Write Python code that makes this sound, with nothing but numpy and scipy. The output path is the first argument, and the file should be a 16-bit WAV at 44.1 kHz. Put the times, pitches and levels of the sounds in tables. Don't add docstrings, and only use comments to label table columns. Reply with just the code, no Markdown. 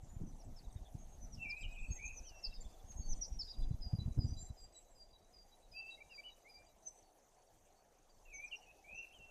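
import sys
import numpy as np
from scipy import signal
from scipy.fft import rfft, irfft
from scipy.io import wavfile
from scipy.ndimage import uniform_filter1d

SR = 44100
rng = np.random.default_rng(int(sys.argv[2]) if len(sys.argv) > 2 else 0)


def log_audio(samples):
    frames = np.atleast_2d(samples).T
    limited = np.clip(frames, -1, 1)
    pcm = np.round(limited * 32767).astype(np.int16)
    wavfile.write(sys.argv[1], SR, pcm)


def invert_db(level):
    return 10 ** (np.asarray(level, dtype=float) / 20)


N = 410130
TIME = np.arange(N) / SR


def band(x, lo_hz, hi_hz):
    return signal.sosfilt(signal.butter(2, [lo_hz, hi_hz], "band", fs=SR, output="sos"), x)


def unit(x):
    return x / np.sqrt(np.mean(x ** 2))


def coloured(points):
    hz, db = np.transpose(points)
    log_hz = np.log(np.fft.rfftfreq(N, 1 / SR) + 1)
    gain = invert_db(np.interp(log_hz, np.log(hz), db))
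    return unit(irfft(rfft(rng.standard_normal(N)) * gain, N))


def walk(rate_hz):
    hold = int(SR / rate_hz)
    steps = np.repeat(rng.standard_normal(N // hold + 1), hold)
    return unit(uniform_filter1d(uniform_filter1d(steps, hold), hold)[:N])


def add(out, start_s, sound):
    i = max(int(start_s * SR), 0)
    out[i:i + len(sound)] += sound[:N - i]


def span(length_s):
    return np.linspace(0, 1, int(length_s * SR))


def glide(length_s, first_hz, last_hz, bend=1):
    return first_hz + (last_hz - first_hz) * span(length_s) ** bend


def ticks():
    # level of one tick in dB over the swell curve, before random spread.
    tick_db = [3, 12, 12, 5.5, 12]
    start_s, step_s, length_s = .0035, .02, .0135
    first_hz, last_hz = 5900, 6800
    slot, t = np.divmod(TIME - start_s, step_s)
    slot = slot.astype(int)
    u = t / length_s
    size, shift = rng.standard_normal((slot.max() + 2, 2))[slot].T
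    gate = np.sin(np.pi * np.clip(u, 0, 1) ** .6)
    hz = first_hz + (last_hz - first_hz) * u + 120 * shift
    fuzz = unit(band(band(rng.standard_normal(N), 20, 450), 20, 450))
    pattern_db = np.array(tick_db)[slot % len(tick_db)] + 1.8 * size
    return invert_db(pattern_db) * gate * fuzz * np.sin(2 * np.pi * np.cumsum(hz) / SR)


def background():
    # time in seconds, level in dB.
    swell = [(0, -85.5), (3.1, -84.5), (4.4, -85.5), (5.02, -89.5), (5.96, -86), (8.18, -89), (8.29, -86.5),
             (9.3, -85.5)]
    # frequency in Hz, relative density in dB per Hz.
    forest = [(32, -25), (55, -10), (80, -10), (201, -9.5), (493, -3), (596, -1.5), (737, 1.5),
              (1050, -11.5), (1430, -17), (4750, -22.5), (5470, -21.5), (6150, -15.5), (7610, -19.5),
              (12800, -26), (14400, -27.5), (15400, -51)]
    air_db = 16
    spectrum = rfft(coloured(forest))
    octave = np.log2(np.fft.rfftfreq(N, 1 / SR) + 1)
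    together_db = .5 * walk(35)
    air = 0
    for centre in np.arange(5, 15, 1 / 3):
        share = np.clip(1 - 3 * np.abs(octave - centre), 0, 1)
        flicker_db = together_db + 1.4 * walk(25) + 2.3 * walk(60)
        air = air + irfft(spectrum * share, N) * invert_db(flicker_db)
    swell_db = np.interp(TIME, *np.transpose(swell))
    return invert_db(swell_db) * (invert_db(air_db) * air + ticks())


def wind():
    # time in seconds, frequency in Hz, peak in dB.
    thumps = [(.033, 82, -43), (0.168, 78, -39), (0.218, 130, -36), (0.238, 200, -33.5), (0.677, 33, -38),
              (.762, 70, -36), (.82, 40, -41), (.953, 110, -37), (1.185, 40, -44), (1.263, 23, -40.5),
              (1.337, 43, -41.5), (1.382, 60, -40.5), (1.822, 22, -34.5), (1.893, 37, -36),
              (1.911, 48, -30.5), (2.058, 42, -39), (2.209, 33, -41.5), (2.482, 22.6, -36), (2.59, 21, -37),
              (2.663, 34, -36.5), (2.849, 65, -48), (2.905, 55, -45.5), (2.966, 45, -38), (3.0, 52, -32),
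              (3.067, 18, -35), (3.116, 15.4, -25.5), (3.191, 24, -38.5), (3.326, 41, -32.5),
              (3.373, 28, -36.5), (3.591, 30, -31), (3.628, 19, -25.5), (3.675, 23, -30.5),
              (3.714, 116, -27.5), (3.746, 66, -30.5), (3.809, 21, -36), (3.867, 49, -35),
              (3.938, 113, -24.5), (3.952, 120, -33.5), (3.991, 109, -27.5), (4.019, 76, -34),
              (4.063, 66, -29.5), (4.083, 98, -29.5), (4.113, 46, -34.5), (4.179, 88, -25.5),
              (4.191, 83, -21.5), (4.25, 102, -27), (4.268, 85, -35.5), (4.295, 87, -35), (4.324, 82, -32),
              (4.507, 77, -35)]
    # time in seconds, rumble level in dB, brightness (sets the flapping) in dB.
    gust = [(0, -53.5, -16.5), (.23, -46.5, 0.5), (.39, -58.5, -0.5), (1.6, -51.5, -8.5), (2.2, -56.5, -15),
            (2.72, -60.5, -9.5), (3.03, -55.5, -10), (3.55, -57.5, -10.5), (3.96, -57, -4.5),
            (4.25, -49.5, 1), (4.45, -49.5, -13.5), (4.74, -66.5, -12), (5.7, -67.5, -6.5),
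            (6.7, -72, -10.5), (7.0, -76, -12), (7.9, -78, -4), (8.3, -64, -12), (8.6, -73, -8),
            (9.3, -65.5, -11)]
    # frequency in Hz, relative density in dB per Hz.
    rumble = [(10, -10), (24, 6.5), (45, -5.5), (70, -10), (120, -27), (200, -58), (600, -130)]
    # frequency in Hz, relative density in dB per Hz.
    flap = [(50, -16.5), (90, -3.5), (150, -9), (225, -10), (320, -19), (450, -29), (700, -42), (1500, -52),
            (3000, -90)]
    eddy_lo_hz, eddy_hi_hz, eddy_db = 30, 70, 3
    swing, one_way, one_way_hz = 3.2, 10, 56.7
    s, gust_db, bright_db = np.transpose(gust)
    gust_db, bright_db = np.interp(TIME, s, gust_db), np.interp(TIME, s, bright_db)
    lumps = walk(20)
    out = invert_db(gust_db + 2.2 * lumps) * coloured(rumble)
    bursts = np.zeros(N)

    starts = rng.integers(SR // 10, N, size=60)
    eddies = []
    for i, (b, c) in zip(starts, rng.random(size=(60, 2))):
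        hz = eddy_lo_hz + (eddy_hi_hz - eddy_lo_hz) * b
        eddies.append((TIME[i], hz, gust_db[i] + eddy_db + 6 * (c - .5)))
    pushes = thumps + eddies
    phases = np.pi * rng.integers(0, 2, len(pushes))
    for (at_s, hz, db), phase in zip(pushes, phases):
        cycles = np.arange(-3, 3, hz / SR)
        start_s = at_s - 3 / hz
        narrow = swing + (one_way - swing) * np.clip(2 - hz / one_way_hz, 0, 1)
        add(out, start_s, invert_db(db) * np.exp(-narrow * cycles ** 2) * np.cos(2 * np.pi * cycles + phase))
        add(bursts, start_s, invert_db(db - 18.0) * (hz / 100) ** 0.99 * np.exp(-1.2 * cycles ** 2))
    steady = invert_db(gust_db + bright_db - 8.5 + 3.6 * lumps + 4.0 * walk(60))
    out += (bursts + steady) * coloured(flap)
    return signal.sosfilt(signal.butter(1, 8, "high", fs=SR, output="sos"), out)


def crackles():
    # start in seconds, level in dB before band-pass.
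    twig_cracks = [(.422, -70), (1.906, -68), (2.449, -72), (2.918, -53), (2.94, -58), (8.095, -70)]
    out, t = np.zeros(N), TIME[:SR // 20]
    for at_s, db in twig_cracks:
        clicks = rng.standard_normal(len(t)) * rng.random(len(t)) ** 3
        add(out, at_s, invert_db(db) * clicks * np.exp(-t / .012))
    return band(out, 1300, 8000)


def trunks(x, t60_s, db, slap_db, near_db, facing_db=0):
    t = TIME[:SR]
    returns = rng.standard_normal(SR) * (rng.random(SR) < .05)
    tail = returns * np.exp(-np.log(1000) * t / t60_s) * (t > .008)
    slap = returns * np.exp(-((t - .105) / 0.013) ** 2)
    near = returns * (t > .002) * np.exp(-t / 0.009)
    echoes = np.zeros(SR)
    for part, part_db in ((tail, db), (slap, slap_db), (near, near_db)):
        echoes += invert_db(part_db) * part / np.sqrt(np.sum(part ** 2))
    branches = invert_db(3.8 * walk(30) + 2.5 * walk(120))
    return x + branches * signal.fftconvolve(invert_db(facing_db) * x, echoes)[:N]


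def whistle(hz, waver_hz, flutter_db, chance, start_s):
    i = min(int(start_s * SR), N - len(hz))
    waver, flutter = (w[i:i + len(hz)] for w in chance)
    return invert_db(flutter_db * flutter) * np.sin(2 * np.pi * np.cumsum(hz + waver_hz * waver) / SR)


def small_bird(notes, edge, waver_hz, flutter_db, fall_db=0, late=1):
    out, chance = np.zeros(N), (walk(250), walk(75))
    for start_s, hz, db in notes:
        arch = np.abs(np.sin(np.pi * np.linspace(0, 1, len(hz)) ** late)) ** edge
        shape = arch * invert_db(fall_db * (hz - hz.max()) / 1000)
        add(out, start_s, invert_db(db) * shape * whistle(hz, waver_hz, flutter_db, chance, start_s))
    return out


def far_birds():
    # start in seconds, length in seconds, first Hz, last Hz, peak in dB.
    seep_rows = [(0.016, 0.064, 7500, 7340, -72), (0.317, 0.072, 7650, 7330, -81),
                 (0.076, 0.11, 6900, 7180, -72), (0.44, 0.015, 7890, 7840, -69),
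                 (.709, 0.025, 8100, 8300, -70), (1.413, 0.039, 7660, 7600, -71),
                 (1.5, 0.034, 7640, 6802, -71), (1.569, 0.065, 7630, 7600, -67),
                 (1.708, 0.049, 7680, 7720, -65), (1.784, 0.053, 7740, 7470, -70),
                 (1.823, 0.097, 7860, 7900, -72), (1.93, 0.045, 7400, 7390, -66),
                 (2.05, .024, 7250, 7100, -66.5), (2.607, 0.015, 7300, 7320, -55),
                 (3.143, 0.048, 8270, 8170, -68.5), (3.144, 0.041, 7100, 6840, -66),
                 (3.263, 0.035, 7300, 6730, -67.5), (3.408, 0.046, 6740, 7100, -67.5),
                 (4.202, .06, 7190, 7330, -74), (4.368, 0.11, 7310, 7440, -59),
                 (4.55, .05, 7500, 7520, -72), (4.6, 0.057, 7530, 7640, -64),
                 (4.731, .028, 7970, 7800, -66.5), (4.754, .06, 7670, 7600, -67),
                 (4.9, .08, 7650, 7480, -79), (6.878, 0.014, 8040, 8070, -68),
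                 (8.093, 0.023, 4680, 4610, -71.5), (8.443, 0.012, 7800, 7800, -65)]
    # start in seconds, peak in dB.
    pip_rows = [(1.865, -74), (2.24, -77), (3.013, -66), (7.02, -79), (7.365, -79), (7.75, -81),
                (8.13, -84), (8.485, -79)]
    pip_hz, pip_s = 4475, 0.079
    seeps = [(s, glide(d, a, b), db) for s, d, a, b, db in seep_rows]
    pips = [(s, glide(pip_s, pip_hz, pip_hz), db) for s, db in pip_rows]
    twitters = []
    for a, b, c, d, e in rng.random((260, 5)):
        slide = 1 + .12 * (c - .5) * span(0.006 + .012 * d)
        twitters.append((a * N / SR, (3200 + 5000 * b) * slide, -90 + 9 * e))
    high = small_bird(seeps + twitters, 0.46, waver_hz=58.6, flutter_db=5, late=1.2)
    return high + small_bird(pips, 0.45, waver_hz=13, flutter_db=2.5)


def tit():
    # start in seconds, settled pitch in Hz, peak in dB, lingering level in dB,
    # lingering length in seconds, low note's peak in dB.
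    calls = [(3.43, 4825, -54.5, -64, 0.11, -66), (3.808, 4813, -52.5, -65.5, 0.11, -57.5),
             (4.183, 4802, -54, -63, 0.17, -59.5), (4.563, 4757, -63, -82, .06, -64.5),
             (4.945, 4740, -61.5, -81, 0.049, -61), (5.327, 4737, -61.5, -74, 0.054, -63.5),
             (5.713, 4700, -53, -73, 0.05, -56.5), (6.103, 4700, -59.5, -80, 0.059, -63.5),
             (6.485, 4735, -60.5, -77, 0.027, -73)]
    high_s, low_s = .107, 0.043
    low_after_s, slowing, low_ratio = 0.1734, 0.0077, .826
    low_again_s = .105
    hoarse = dict(waver_hz=24, flutter_db=3)
    high, linger, low, again = [], [], [], []
    for s, hz, db, linger_db, linger_s, low_db in calls:
        high.append((s, hz + 400 * np.exp(-span(high_s) / 0.247), db))
        linger.append((s + 0.7 * high_s, glide(linger_s, hz, hz), linger_db))
        low_start_s = s + low_after_s + slowing * (s - calls[0][0])
        low_hz = low_ratio * hz + 40 * (.5 - span(low_s))
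        low.append((low_start_s, low_hz, low_db))
        again.append((low_start_s + low_again_s, low_hz, low_db + linger_db - db))
    return small_bird(high + low, 0.61, late=1.1, **hoarse) + small_bird(linger + again, 0.17, **hoarse)


def finch():
    # start in seconds, syllable name, peak in dB before fading with pitch.
    sung_rows = [(.259, "hook", -66), (.39, "slide", -67.5), (.559, "sweep", -60.5), (.586, "flick", -55.5),
                 (.975, "top", -69), (1.082, "top", -64), (1.201, "hook", -60), (1.322, "slide", -58),
                 (1.486, "sweep", -52.5), (1.513, "flick", -72), (1.9, "top", -54.5), (2.0, "top", -56.5),
                 (2.14, "hook", -50), (2.262, "slide", -54), (2.426, "sweep", -49.5), (2.464, "flick", -58),
                 (2.86, "top", -56.5), (2.958, "top", -52), (3.082, "hook", -45.5), (3.21, "slide", -49),
                 (3.389, "sweep", -41), (3.429, "flick", -60), (6.845, "call", -52.5), (8.432, "hook", -58),
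                 (8.555, "droop", -58.5), (8.94, "hook", -62.5)]
    syllables = {"top": (.083, 6480, 6300, 11.3, 10, 86), "hook": (0.059, 6060, 4750, 10, 4, 30),
                 "slide": (0.036, 5790, 4350, 4, 0.9, 30), "sweep": (.036, 5430, 4180, 2.3, 1.2, 16),
                 "flick": (0.013, 5178, 4088, 1.04, 2.2, 27), "call": (0.052, 6170, 5700, 5.4, 10, 39),
                 "droop": (0.029, 5780, 4650, 6.1, 7.3, 45)}
    # start in seconds, length in seconds, first Hz,
    # last Hz, peak in dB.
    held_rows = [(1.294, 0.056, 5980, 6000, -71), (2.082, 0.14, 6610, 6380, -63),
                 (2.232, 0.082, 6060, 6010, -59), (2.341, 0.054, 5750, 5730, -61.5),
                 (3.03, 0.092, 6240, 6560, -64), (3.149, .039, 6120, 6110, -63),
                 (3.238, 0.035, 6130, 6030, -59), (3.255, 0.067, 5780, 5740, -66),
                 (3.331, 0.05, 5800, 5720, -63), (4.26, 0.093, 5880, 6040, -63),
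                 (4.413, .048, 5970, 6100, -65), (6.828, 0.02, 5770, 6350, -66),
                 (8.33, 0.068, 6410, 5980, -54.5), (8.394, 0.017, 6200, 6300, -68)]
    # start in seconds, length in seconds, top Hz, peak in dB.
    chip_rows = [(0.633, .035, 3920, -73), (0.698, .02, 3850, -74), (0.762, 0.021, 3740, -75),
                 (0.85, 0.027, 3530, -70.5), (1.56, 0.023, 4080, -69), (1.62, 0.019, 3890, -63),
                 (1.785, 0.014, 3580, -70), (2.507, 0.024, 3960, -61.5), (2.56, .035, 3830, -69.5),
                 (2.588, 0.052, 4670, -66), (2.638, 0.039, 3520, -70), (2.72, 0.033, 3550, -69),
                 (2.795, .021, 3570, -68.5), (3.477, 0.016, 3970, -57), (3.529, .022, 3920, -63),
                 (3.619, 0.033, 3600, -65)]
    held = [(s, glide(d, a, b), db) for s, d, a, b, db in held_rows]
    chips = [(s, top * (1 - .12 * (2 * span(d) - .9) ** 2), db) for s, d, top, db in chip_rows]
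    out = small_bird(held + chips, 0.69, waver_hz=45, flutter_db=2.5, fall_db=2.0)
    for name, (*track, fall_db, waver_hz) in syllables.items():
        notes = [(s, glide(*track), db) for s, sung, db in sung_rows if sung == name]
        out += small_bird(notes, 0.52, waver_hz, 4.4, fall_db, late=1.36)
    return out


def thrush():
    # start in seconds, shape name, length in seconds, pitch in Hz, level in dB rms
    # before the shape, trill in Hz either side.
    thrush_notes = [(1.371, "dip", 0.24, 2344, -48, 5.5), (1.627, "flick", 0.042, 2816, -51, 5),
                    (1.628, "even", 0.14, 2494, -61, 11), (1.75, "even", 0.14, 2524, -51, 87),
                    (1.951, "rise", 0.21, 2300, -54.5, 90), (2.19, "even", 0.1, 2540, -71, 56),
                    (2.222, "arch", 0.32, 2692, -68.5, 13), (5.73, "even", 0.23, 2657, -50, 4.4),
                    (5.973, "bow", 0.028, 2346, -68, 5), (6.001, "even", 0.031, 2326, -53.5, 22),
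                    (6.093, "fall", 0.065, 2880, -62.5, 21), (6.173, "even", 0.043, 2300, -56, 4.9),
                    (6.221, "step", 0.086, 2926, -57, 10), (6.442, "climb", 0.0796, 2126, -64, 20),
                    (6.537, "fade", 0.22, 2390, -71, 5), (6.662, "bow", 0.036, 3176, -78, 5),
                    (8.251, "dip", 0.23, 2249, -55, 10), (8.509, "flick", 0.036, 2770, -50, 4.3),
                    (8.649, "even", 0.085, 2560, -64.5, 58), (8.839, "climb", 0.21, 2412, -53, 61),
                    (9.108, "arch", 0.27, 2706, -65, 5)]
    shapes = {"dip": [(0, 1.243, -20), (.13, 1.13, -11), (.25, 1.155, -5.5), (.37, 1, -6.5), (.58, 1, -4),
              (.85, 1.08, 0), (1, 1.115, -2.5)], "rise": [(0, .86, -22), (.12, .9, -18), (.24, 1.0, -1),
              (.45, 1.07, -2.5), (.8, 1.1, -5), (1, 1.1, -10.5)], "flick": [(0, 1.16, -18.5), (.55, 1, 1.5),
              (.75, 1, -14.5), (1, 0.9, -8)], "climb": [(0, .94, -17), (.2, .985, -7), (.55, 1.09, -0.5),
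              (.8, 1.135, 0), (1, 1, -17)], "fade": [(0, 0.98, -12), (.15, 0.98, 2), (.5, 1, -11),
              (1, 0.96, -20)], "fall": [(0, 1.0, -6), (.45, 0.96, 4), (1, .83, -6)], "arch": [(0, 0.82, -9),
              (.08, 1.05, -3), (.115, 1.2, -4), (.33, 1.015, 0.5), (.5, 1, -0.5), (.62, 1, -11),
              (.68, 1, -4), (.85, 1, -10), (.9, 1, -24), (.96, 1, 4), (1, 0.99, -12)],
              "step": [(0, 0.68, -20), (.25, 1, 1.5), (.4, 1.012, 2.5), (.8, 1, -3), (1, .965, -4)],
              "bow": [(0, 0.97, 0), (.3, 0.92, -2), (1, .9, -4)], "even": [(0, .93, -21), (.17, .99, -5),
              (.7, 1.01, 0), (1, 1, -21)]}
    trill_rate_hz, edge_s = 62, 0.0053
    waver_hz, flutter_db = 17, 3.2
    out, chance = np.zeros(N), (walk(220), walk(50))
    for start_s, shape, length_s, hz, db, trill_hz in thrush_notes:
        at, ratio, shape_db = np.transpose(shapes[shape])
        u = span(length_s)
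        fade = np.clip(np.minimum(u, 1 - u) * length_s / edge_s, 0, 1)
        trill = np.sin(2 * np.pi * trill_rate_hz * u * length_s + 1.5 * chance[1][:len(u)])
        track = hz * np.interp(u, at, ratio) + trill_hz * trill
        level = np.sqrt(2) * invert_db(db + np.interp(u, at, shape_db))
        add(out, start_s, level * fade * whistle(track, waver_hz, flutter_db, chance, start_s))
    return out


def scene():
    # time in seconds, echo change in dB.
    thrush_facing = [(3, 0), (5.9, -4), (6.1, -9), (7, -9), (8, 0)]
    facing_db = np.interp(TIME, *np.transpose(thrush_facing))
    birds = trunks(finch(), t60_s=0.57, db=-15, slap_db=-22, near_db=-8.5)
    birds += trunks(tit(), t60_s=0.68, db=-14, slap_db=-20.5, near_db=-7)
    birds += trunks(far_birds(), t60_s=0.52, db=-10.0, slap_db=-27, near_db=-9)
    birds += trunks(thrush(), t60_s=0.56, db=-10, slap_db=-29, near_db=-6, facing_db=facing_db)
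    return (birds + wind() + crackles() + background())[None]


def band_limit(x):
    return signal.sosfilt(signal.butter(12, 15590, fs=SR, output="sos"), x)


def record(dry):
    return band_limit(dry)


dry = scene()
out = record(dry)
log_audio(out)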